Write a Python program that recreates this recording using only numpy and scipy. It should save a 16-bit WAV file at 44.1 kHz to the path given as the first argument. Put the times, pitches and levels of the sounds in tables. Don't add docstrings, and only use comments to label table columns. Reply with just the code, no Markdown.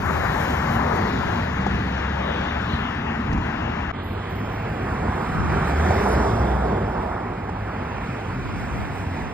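import sys
import numpy as np
from scipy import signal
from scipy.fft import rfft, irfft, dct, next_fast_len
from scipy.io import wavfile
from scipy.ndimage import uniform_filter1d

SR = 44100
rng = np.random.default_rng(int(sys.argv[2]) if len(sys.argv) > 2 else 0)


def voltage_ratio(decibels):
    exponent = np.asarray(decibels, float) / 20
    return 10 ** exponent


def store_pcm(level_fs):
    pcm = np.round(np.clip(level_fs, -1, 1) * 32767).astype(np.int16)
    wavfile.write(sys.argv[1], SR, np.atleast_2d(pcm).T)


N = 411453
TIME = np.arange(N) / SR
CUT = 3.917
# (start [s], end [s])
SHOTS = [
    (0, CUT),
    (CUT, 9.34),
]
FRAME, GRID = 1024, 237


def unit(x):
    return x / np.sqrt(np.mean(x ** 2) + 1e-20)


def bell(x, width):
    return np.exp(-(x / width) ** 2)


def along(points, hz):
    f, *cols = np.transpose(points)
    outside = (-120, -120) if len(cols) == 1 else ()
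    return [np.interp(np.log(hz + 1), np.log(f + 1), c, *outside) for c in cols]


def curves(rows):
    s, *cols = np.transpose(rows)
    return [np.interp(TIME, s, c) for c in cols]


def wobble(rate, size=N):
    knots = int(size * rate / SR) + 2
    return np.interp(np.arange(size) * rate / SR, np.arange(knots), rng.standard_normal(knots))


def filtered(x, response):
    m = next_fast_len(x.shape[-1] + 8192)
    return irfft(rfft(x, m) * response(np.fft.rfftfreq(m, 1 / SR)), m)[..., :x.shape[-1]]


def in_shot(rows, shot):
    return [row for row in rows if (row[0] > CUT) == shot]


def spans():
    return [slice(round(a * SR), min(round(b * SR), N)) for a, b in SHOTS]


def rush(spectrum, patchy_db, size, moving_db=lambda hz, t: 0):
    hz, t, z = signal.stft(rng.standard_normal((2, size + 512)), SR, nperseg=512)
    field = uniform_filter1d(rng.standard_normal(z.shape[1:]), size=6, axis=0)
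    field = uniform_filter1d(field, size=14, axis=1)
    gain_db = patchy_db * unit(field) + moving_db(hz[:, None] + 1, t)
    pair = signal.istft(z * voltage_ratio(gain_db), nperseg=512)[1][:, :size]
    return unit(filtered(pair, lambda hz: voltage_ratio(along(spectrum, hz)[0])))


def tones(tracks, spread_hz, rate, shake_db, fade):
    out = np.zeros(N)
    for rows in tracks:
        span = slice(round(rows[0][0] * SR), round(rows[-1][0] * SR))
        hz, db = (c[span] for c in curves(rows))
        t = TIME[span]
        edge = np.clip(np.minimum(t - t[0], t[-1] - t) / fade, 0, 1)
        phase = 2 * np.pi * np.cumsum(hz + spread_hz * wobble(rate, size=len(t))) / SR
        out[span] += edge * voltage_ratio(db + 2.5 + shake_db * wobble(rate, size=len(t))) * np.sin(phase)
    return out


def wind():
    # (peak time [s], peak level [dB], length [s])
    gust_rows = [(.14, -34, .18), (1.25, -38, .13), (1.72, -37, .15), (3.36, -46, .06), (5.45, -25, .1),
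                 (5.85, -33, .06), (6.28, -41, .12), (6.55, -39, .1), (7.95, -44, .06), (8.55, -31, .2),
                 (8.9, -34, .2), (9.27, -37, .08)]
    # (frequency [Hz], density [dB per Hz])
    buffet_colour = [(25, -28), (50, -0.5), (90, 1), (180, -6.5), (350, -14.5), (800, -43)]
    lumps = voltage_ratio(3.5 * np.array([wobble(16), wobble(12)]))
    calm_db = -63
    strength = voltage_ratio(calm_db) + sum(voltage_ratio(db) * bell(TIME - s, length) for s, db, length in gust_rows)
    return strength * unit(lumps * rush(buffet_colour, patchy_db=0.0, size=N))


def ticks():
    # (time [s], peak level [dB], centre [Hz], t60 [s])
    grit_hits = [
        (.0585, -33, 13000, .006),
        (.9607, -47, 14500, .012),
        (3.08, -39, 2700, .03),
        (3.329, -42, 5000, .04),
        (3.4745, -50, 14500, .006),
        (3.6107, -50, 14500, .006),
    ]
    out, t = np.zeros((2, N + SR)), np.arange(SR // 20) / SR
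    for s, db, hz, t60 in grit_hits:
        band = signal.butter(3, [hz * .75, hz * 1.25], "band", fs=SR)
        spit = unit(signal.lfilter(*band, rng.standard_normal((2, len(t)))))
        start = round(s * SR)
        out[:, start:start + len(t)] += voltage_ratio(db - 60 * t / t60) * spit
    return out[:, :N]


def brake_squeals():
    # (start [s], length [s], pitch [Hz], level [dB], fall [dB/s])
    squeal_rows = [
        (4.027, 0.15, 12500, -55.5, 50),
        (4.283, .6, 13500, -61, 27),
        (5.984, .17, 10640, -68.5, -150),
        (7.35, .6, 13500, -83, -4),
    ]
    tracks = [[(s, hz, db), (s + length, hz, db - fall * length)]
              for s, length, hz, db, fall in squeal_rows]
    return tones(tracks, spread_hz=120, rate=330, shake_db=7.0, fade=0.015)


def passing_db(t, at, passing):
    return -10 * np.log10(1 + ((t - at) / passing) ** 2)


def traffic_db(shot, t):
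    # (rumble [dB], roar [dB], hiss [dB], fizz [dB])
    far_street_db = [
        (-29, -41, -56.5, -81.5),
        (-33.5, -42.5, -59, -82.5),
    ]
    exhaust_db = [-5, -0.5]
    distance_laws = [1.12, 1.15, 1.45, 1.94]
    # (closest [s], passing time [s], tyre roar [dB],
    # tread hiss over roar [dB], air fizz over roar [dB])
    vehicles = [(.05, 0.27, -34.5, -19, -25.5), (.4, 0.39, -30, -12, -26), (.9, 0.3, -27.5, -19, -34.5),
                (1.3, 0.25, -36, -7.5, -26.5), (1.8, .35, -41.5, -3, -30.5), (2.2, 0.36, -35, -12.5, -38.5),
                (2.7, 0.36, -33.5, -12.5, -36), (3.3, 0.26, -44, -22, -32), (3.75, 0.52, -33, -14, -40.5),
                (4.0, 0.23, -46.5, -18, -45), (4.5, 0.41, -39.5, -11.5, -32.5),
                (5.0, 0.37, -35.5, -23.5, -34), (5.45, 0.32, -32.5, -16.5, -34),
                (5.95, 0.32, -24.5, -19.5, -34), (6.25, 0.28, -26.5, -31, -36.5),
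                (6.9, 0.41, -33, -23.5, -38.5), (7.85, 0.23, -45.5, -14.5, -36),
                (8.2, 0.48, -38.5, -14.5, -31.5), (8.75, 0.42, -37.5, -15.5, -29.5),
                (9.2, 0.16, -38.5, -14.5, -29.5)]
    power = voltage_ratio(2 * np.array(far_street_db[shot]))[:, None] + 0 * t
    for at, passing, roar_db, hiss_db, fizz_db in in_shot(vehicles, shot):
        own_db = roar_db + np.array([exhaust_db[shot], 0, hiss_db, fizz_db])
        power = power + voltage_ratio(2 * (own_db[:, None] + np.outer(distance_laws, passing_db(t, at, passing))))
    return 10 * np.log10(power)


def road(shot, span):
    # (frequency [Hz], density [dB per Hz])
    rumble_colour = [
        [(25, -26), (45, -6.5), (70, -2), (120, -3.5), (220, -4.5), (330, -11.5), (520, -20.5)],
        [(25, -33), (45, -4.5), (70, -2.5), (120, -5), (220, -5.5), (330, -12), (520, -17)],
    ]
    roar_base = [
        [(260, -19), (400, -5.5), (560, -3), (800, -3.5), (1100, -4.5), (1600, -6), (2050, -9.5), (2500, -12.5),
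         (3300, -27.5)],
        [(260, -24), (400, -2), (560, -6), (750, -3), (1100, -6.5), (1600, -9.5), (2100, -15), (2700, -21.5),
         (3600, -51)],
    ]
    hiss_base = [
        [(2000, -34.5), (2800, 1.5), (3600, -2.5), (4500, -8.5), (5600, -11), (7000, -13.5), (9000, -34)],
        [(2000, -12.5), (2800, -6), (3600, -3.5), (4500, -8.5), (5600, -8), (7000, -12.5), (9000, -28)],
    ]
    fizz_base = [
        [(6000, -18.5), (7500, 0.5), (9500, -3), (12000, -1), (14000, -6), (14900, -7.5), (15780, -15)],
        [(6000, -41), (7500, 0.5), (9500, -1.5), (12000, -3), (14000, -6.5), (15780, -10)],
    ]
    # (roar [dB], hiss over roar [dB], fizz over hiss [dB])
    usual_db = [
        (-31.5, -13, -20.5),
        (-32.5, -21, -16.5),
    ]
    # (usual [dB/octave], per dB of roar, per dB of hiss share [dB/octave/dB])
    roar_tilt = [
        (0.69, -0.46, 0.31),
        (-1.28, -0.17, 0.63),
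    ]
    # (usual [dB/octave], per dB of fizz share [dB/octave/dB])
    hiss_slope = [
        (-0.038, 0.54),
        (-0.45, 1),
    ]
    # (time [s], length [s],
    # centre [Hz], depth [dB])
    hollows = [(.05, 0.35, 450, -1), (0.49, .3, 510, 2), (1.1, 0.13, 580, 4.5), (2.25, 0.22, 500, -5),
               (2.898, 0.23, 545, 3), (3.5, 0.52, 440, 7), (4.65, 0.38, 460, -3.5), (5.2, 0.54, 520, 2.5),
               (5.52, 0.58, 480, 8.5), (5.8, 0.12, 950, 4), (5.1, 0.1, 980, -2), (3.66, .12, 1100, 2),
               (5.36, 0.21, 780, 3), (5.5, 0.055, 1000, 0.5), (5.4, .12, 300, -1), (3, .12, 330, -7),
               (6.42, .08, 170, -4), (5.9, 0.21, 310, -4), (5.45, .15, 1370, -4), (.12, 0.13, 1260, -3),
               (1.33, 0.084, 780, -2.5), (6.22, 0.23, 870, 3), (1.1, .15, 400, -2.5), (.8, 0.13, 1100, -2),
               (9.1, .15, 1300, 5), (6.33, 0.25, 466, 7.5), (7.15, 0.41, 486, 6), (8.85, 0.36, 430, 5.5)]
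    # (time [s], length [s], pitch [Hz],
    # boost [dB])
    whines = [(.5, .25, 3000, 1.5), (1.15, 0.28, 4040, 3), (2.305, 0.1, 3630, 6), (2.498, .12, 3580, 7),
              (2.726, 0.075, 4070, 7.5), (2.86, 0.076, 3500, 8.5), (2.97, .1, 3020, 3),
              (3.5, 0.85, 2580, 12.5), (3.8, 0.12, 2600, 1), (4.05, 0.15, 4200, 4), (4.08, .17, 5700, -2),
              (4.05, .15, 5000, -2), (3.08, .02, 2800, 10.5), (8.8, .3, 3730, 1), (1.1, .1, 5000, 4.5),
              (3.96, 0.071, 3500, 5), (4.247, 0.24, 3230, 5.5), (4.8, 0.23, 2650, 12),
              (5.7, 0.47, 2400, 16), (5.8, 0.24, 4100, 2), (6.3, 0.35, 5600, 4.5), (6.55, 0.26, 3500, 6.5),
              (7.9, 0.33, 2630, 7), (8.7, 1, 2480, 16)]
    # (time [s], boost [dB], length [s])
    puffs = [(0.062, 1, 0.015), (.42, 4, 0.025), (0.505, 3, 0.018), (0.733, 6, .05), (.96, 4, 0.024),
             (2.6, -1, 0.017), (3.331, 3, .02), (3.47, 2, .015), (5.69, 6, .03), (8.602, 2, .03),
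             (8.987, 6.5, 0.057)]
    # (time [s], rumble boost [dB], length [s])
    thuds = [
        (1.15, 2, 0.19),
        (1.646, 2, 0.29),
        (3.37, 6, 0.065),
        (4.85, 3.5, 0.4),
        (5.71, 0.5, 0.22),
    ]
    size = len(TIME[span])
    start = SHOTS[shot][0]
    coarse = TIME[span][::256]

    def smooth(values):
        return np.interp(TIME[span], coarse, values)

    def shares(t):
        _, roar, hiss, fizz = traffic_db(shot, t + start)
        return np.array([roar, hiss - roar, fizz - hiss]) - np.array(usual_db[shot])[:, None]

    def roar_colour(hz, t):
        loud, hissy, _ = shares(t)
        usual, per_roar, per_hiss = roar_tilt[shot]
        tilt = usual + per_roar * loud + per_hiss * hissy
        hollow_db = sum(db * bell(t + start - at, length) * bell(np.log2(hz / pitch), 0.32)
                        for at, length, pitch, db in in_shot(hollows, shot))
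        return tilt * np.clip(np.log2(hz / 1000), -2, 2) - hollow_db

    def hiss_colour(hz, t):
        whine_db = 0
        for at, length, pitch, db in in_shot(whines, shot):
            octaves = np.where((hz > pitch) | (db < 0), .12, .4)
            whine_db = whine_db + db * bell(t + start - at, length) * bell(np.log2(hz / pitch), octaves)
        usual, per_fizz = hiss_slope[shot]
        return (usual + per_fizz * shares(t)[2]) * np.clip(np.log2(hz / 4000), -2, 2) + whine_db

    rumble_db, roar_db, hiss_db, fizz_db = (smooth(c) for c in traffic_db(shot, coarse))
    puff_db, thud_db = (smooth(sum(db * bell(coarse - at, length) for at, db, length in rows))
                        for rows in (puffs, thuds))
    surge = wobble(8, size=size)
    rumble_db = rumble_db + thud_db + [.4, .3][shot] + 0.087 * surge
    roar_db = roar_db + [1.6, 1.2][shot] + 0.64 * surge
    hiss_db = hiss_db + [3.1, 3.2][shot] + .5 * surge + 0.28 * puff_db
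    fizz_db = fizz_db + [6.1, 6.2][shot] + 0.63 * surge + puff_db + 0.98 * wobble(16, size=size)
    rumble = voltage_ratio(rumble_db) * rush(rumble_colour[shot], patchy_db=1.27, size=size)
    roar = voltage_ratio(roar_db) * rush(roar_base[shot], patchy_db=1.1, size=size, moving_db=roar_colour)
    hiss = voltage_ratio(hiss_db) * rush(hiss_base[shot], patchy_db=1.44, size=size, moving_db=hiss_colour)
    fizz = voltage_ratio(fizz_db) * rush(fizz_base[shot], patchy_db=1.5, size=size)
    return rumble + roar + hiss + fizz


def knocks():
    # (time [s], peak level [dB], ring [Hz], t60 [s], grit level [dB])
    crack_hits = [(1.613, -22, 1023, 0.011, -32), (1.6647, -13.5, 800, 0.017, -38),
                  (1.6652, -18, 1250, .012, -38), (3.334, -21, 190, .03, -50),
                  (3.3845, -19, 190, .025, -50), (3.315, -21.5, 1850, 0.014, -40),
                  (3.329, -25, 917, 0.012, -27), (3.377, -21.5, 849, 0.0091, -34),
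                  (3.464, -27, 904, 0.012, -36.5), (3.518, -27, 1480, 0.014, -38),
                  (5.696, -19, 568, 0.01, -33), (5.9084, -3, 620, 0.008, -46),
                  (6.0612, -13, 900, 0.015, -42), (6.104, -15, 420, .016, -44),
                  (6.138, -12, 520, .016, -44), (6.2, -16, 950, .014, -44), (6.266, -16, 1000, .012, -42),
                  (7.4918, -16, 850, 0.015, -44)]
    out, t = np.zeros(N + SR), np.arange(SR // 20) / SR
    band = signal.butter(2, [2500, 6500], "band", fs=SR)
    for s, db, hz, t60, grit_db in crack_hits:
        modes = sum(gain * np.sin(2 * np.pi * ratio * hz * t)
                    for ratio, gain in ((1, 1), (1.4, 0.19), (0.51, .6)))
        ring = voltage_ratio(-60 * t / t60) * modes * (1 - np.exp(-t / 0.0011))
        grit = signal.lfilter(*band, rng.standard_normal(len(t))) * voltage_ratio(grit_db + 10.5 - 60 * t / 0.058)
        out[round(s * SR):][:len(t)] += voltage_ratio(db + 6.5) * (ring + grit)
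    return out[:N]


def engines():
    # (loudest [s], passing time [s], pitch [Hz], glide [Hz/s], level [dB])
    firing_tones = [(.1, 0.22, 76, 1, -30), (.65, .18, 72, -22.5, -30), (1.0, .35, 75.7, 4.5, -37.5),
                    (1.548, .2, 81.2, -1, -35), (1.95, 0.298, 68.3, 6.5, -30.5), (2.452, 0.306, 72, 3, -30),
                    (3.45, .6, 74.5, 5, -33), (.7, 0.5, 142.1, -2, -41.5), (1.66, 0.2, 193.5, -2.5, -28),
                    (.72, .2, 228, 11, -33), (1.0, .06, 329, 11, -34), (2.8, .2, 237, -27.5, -34),
                    (3.55, .3, 224, 13.5, -37), (4.25, 0.34, 96, 21.5, -32), (4.9, 0.37, 101, -2.5, -36),
                    (5.83, 0.098, 78, 80, -20.5), (5.97, .05, 88, 20, -21.5), (6.2, 0.18, 62, 8, -23),
                    (6.55, .2, 61.85, -4, -25.5), (7.03, .25, 57.5, -4, -38), (5.37, 0.053, 157, 3, -27.5),
                    (5.581, 0.116, 157, -5.5, -32.5), (6.33, 0.047, 110, 7, -22), (6.8, .2, 97, -3, -32.5),
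                    (3.25, .2, 228, -10, -34), (2.2, .4, 190, 7.5, -35.5), (8.11, .05, 125, 5, -34),
                    (8.36, .06, 125, 14, -31), (8.68, .1, 68, -22, -33.5), (9.12, .05, 270, 3, -35.5),
                    (6.08, .06, 204, -4, -31), (6.29, .07, 203, 6, -28), (6.5, .25, 200, -17.5, -32),
                    (7.6, .4, 102, 1, -34), (8.25, 0.404, 102.5, -3, -36), (9.08, 0.192, 93, -15, -31.5)]
    distance_law, heard = 2.2, 2.5
    tracks = []
    for at, passing, hz, glide, db in firing_tones:
        a, b = SHOTS[int(at > CUT)]
        s = np.linspace(max(a, at - heard * passing), min(b, at + heard * passing), 21)
        level_db = db + distance_law * passing_db(s, at, passing)
        tracks.append(np.transpose([s, hz + glide * (s - at), level_db]))
    return tones(tracks, spread_hz=1.4, rate=12, shake_db=1.5, fade=.08)


def ports(pair, shot):
    # (frequency [Hz], lag [rad], left louder [dB], likeness [0-1])
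    port_rows = [
        [(60, .05, 0, 0.99), (252, 0.2, -1, 0.98), (443, 1.16, -1.5, 0.78), (627, 2.34, 7, 0.6),
         (884, 0.85, 11.5, 0.75), (1250, 0.92, 9.5, 0.78), (1780, 0.31, 10.5, 0.93), (2250, 1.76, 4, 0.94),
         (3000, 2.82, 2, 0.78), (4660, 1.94, 1.5, 0.2), (5860, 0.93, 1, .75), (9150, 2.95, -2, 0.9),
         (11570, 4.66, -2, .85), (13200, 6.1, -1, .8), (15700, 6.5, -3.5, .8)],
        [(60, -.03, 0, .996), (220, -.22, 0, .99), (480, -1.1, 0, .95), (690, -1.2, -6, .91),
         (1100, -.8, -5, .87), (1500, -.3, -2, .92), (1800, 0, 0, .985), (2250, 0, 0, .92),
         (2780, -3, -7, 0.32), (3500, 3, -2.5, 0.4), (4845, 0.76, -1, 0.79), (6030, 3.14, 0, .9),
         (8300, 6.28, 0, .8), (12640, 12.5, -2, 0.9), (14200, 15, 5, .9), (15100, 16, 0, .92),
         (15700, 17.4, -1, .9)],
    ]

    def response(hz):
        lag, left_db, alike = along(port_rows[shot], hz)
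        alike = np.clip(alike, 0, 1)
        right = voltage_ratio(-left_db / 2) * [alike * np.exp(-1j * lag), np.sqrt(1 - alike ** 2)]
        return np.array([[voltage_ratio(left_db / 2), 0 * hz], right])
    return filtered(pair[None], response).sum(axis=1)


def scene():
    near = engines() + knocks()
    far = brake_squeals()
    scattered = 0.18 * near + 1.24 * np.roll(far, 37)
    both = np.array([near + far, scattered])
    street = [ports(road(shot, span) + both[:, span], shot) for shot, span in enumerate(spans())]
    return np.concatenate(street, axis=1) + wind() + ticks()


def lapped(x):
    rise = np.cumsum(np.kaiser(FRAME + 1, 4 * np.pi))
    window = np.sqrt(np.r_[rise[:-1], rise[-2::-1]] / rise[-1])
    hops = np.pad(x, ((0, 0), (FRAME - GRID, 2 * FRAME)))
    hops = hops[:, :hops.shape[1] // FRAME * FRAME].reshape(2, -1, FRAME)
    frames = np.concatenate([hops[:, :-1], hops[:, 1:]], axis=2) * window
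    a, b, c, d = np.split(frames, 4, axis=2)
    folded = np.concatenate([-c[..., ::-1] - d, a - b[..., ::-1]], axis=2)
    return dct(folded, 4, norm="ortho"), window


def unlapped(z, window):
    late, early = np.split(dct(z, 4, norm="ortho"), 2, axis=2)
    frames = np.concatenate([early, -early[..., ::-1], -late[..., ::-1], -late], axis=2) * window
    first, second = np.split(frames, 2, axis=2)
    first[:, 1:] += second[:, :-1]
    return first.reshape(2, -1)[:, FRAME - GRID:][:, :N]


def thinned(x):
    # (frequency [Hz], ratio [dB], unheard below [dB])
    empty_rows = [(1000, -44, -130), (1770, -19.5, -130), (4860, -3.5, -110), (6450, -9.5, -104),
                  (7200, -3, -101), (12050, -4, -99), (14200, -5, -99.5), (15000, -3.5, -100),
                  (15700, -1, -104)]
    # (frequency [Hz], least patch share of block power [ratio],
    # least single-bin share [ratio])
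    coarse_rows = [(1500, 0.08, .006), (3000, .36, .035), (5500, .4, .06), (9000, .55, .12),
                   (12000, .9, .27), (14500, 1.1, .35)]
    # (frequency [Hz], share [0-1], waver of the ratio [dB])
    short_rows = [(5000, 0, .5), (10000, 0, 1.2), (13000, .03, .8), (14300, .3, .8), (15000, .55, 1),
                  (15750, .92, 2.5)]
    z, window = lapped(np.array([x[0] + x[1], x[0] - x[1]]) / 2)
    count = z.shape[1]
    hz = (np.arange(FRAME) + .5) * SR / 2 / FRAME
    ratio_db, faint_db = along(empty_rows, hz)
    patch, single = along(coarse_rows, hz)
    share, waver_db = along(short_rows, hz)
    faint_db = faint_db + 1.5 * np.repeat(rng.standard_normal(count), 2)[:count, None]

    power = z ** 2 * voltage_ratio(-62.6)
    held = uniform_filter1d(power, size=2, axis=1)
    block = np.repeat(held.reshape(2, -1, FRAME // 16, 16).mean(axis=3), 16, axis=2)
    near = uniform_filter1d(held, size=6, axis=2)

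    frame_s = (np.arange(count)[:, None] * FRAME + GRID) / SR
    ratio_db = ratio_db + 9 * bell(frame_s - 4.05, .16) * bell(np.log2(hz / 5450), .08)

    def per_block(draw):
        return np.repeat(draw((count // 2 + 1, FRAME // 16)), 2, axis=0).repeat(16, axis=1)[:count]

    luck, waver = per_block(rng.random), per_block(rng.standard_normal)
    treble = power[..., 660:].sum(axis=(0, 2))
    sudden = treble > 5 * uniform_filter1d(treble, size=15)
    kept = (luck > share) & (block > block[::-1] * voltage_ratio(2 * (ratio_db + waver_db * waver)))
    kept = kept & (block > voltage_ratio(2 * faint_db - 3.5)) & (near > voltage_ratio(2 * faint_db - 2.5))
    fine = (near > patch * block) & (power > single * block)
    mid, side = unlapped(z * ((kept | sudden[:, None]) & fine), window)
    return np.array([mid + side, mid - side])


def top_cut(x):
    return signal.sosfilt(signal.butter(12, 15850, fs=SR, output="sos"), x)


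def record(dry):
    closing = np.clip((CUT - TIME) * 2000, 0, 1)
    opening = np.clip(.1 + (np.maximum(TIME - CUT, 0) / .03) ** 1.2, 0, 1)
    mix = thinned(dry * np.where(TIME < CUT, closing, opening))
    return top_cut(mix)


dry = scene()
out = record(dry)
store_pcm(out)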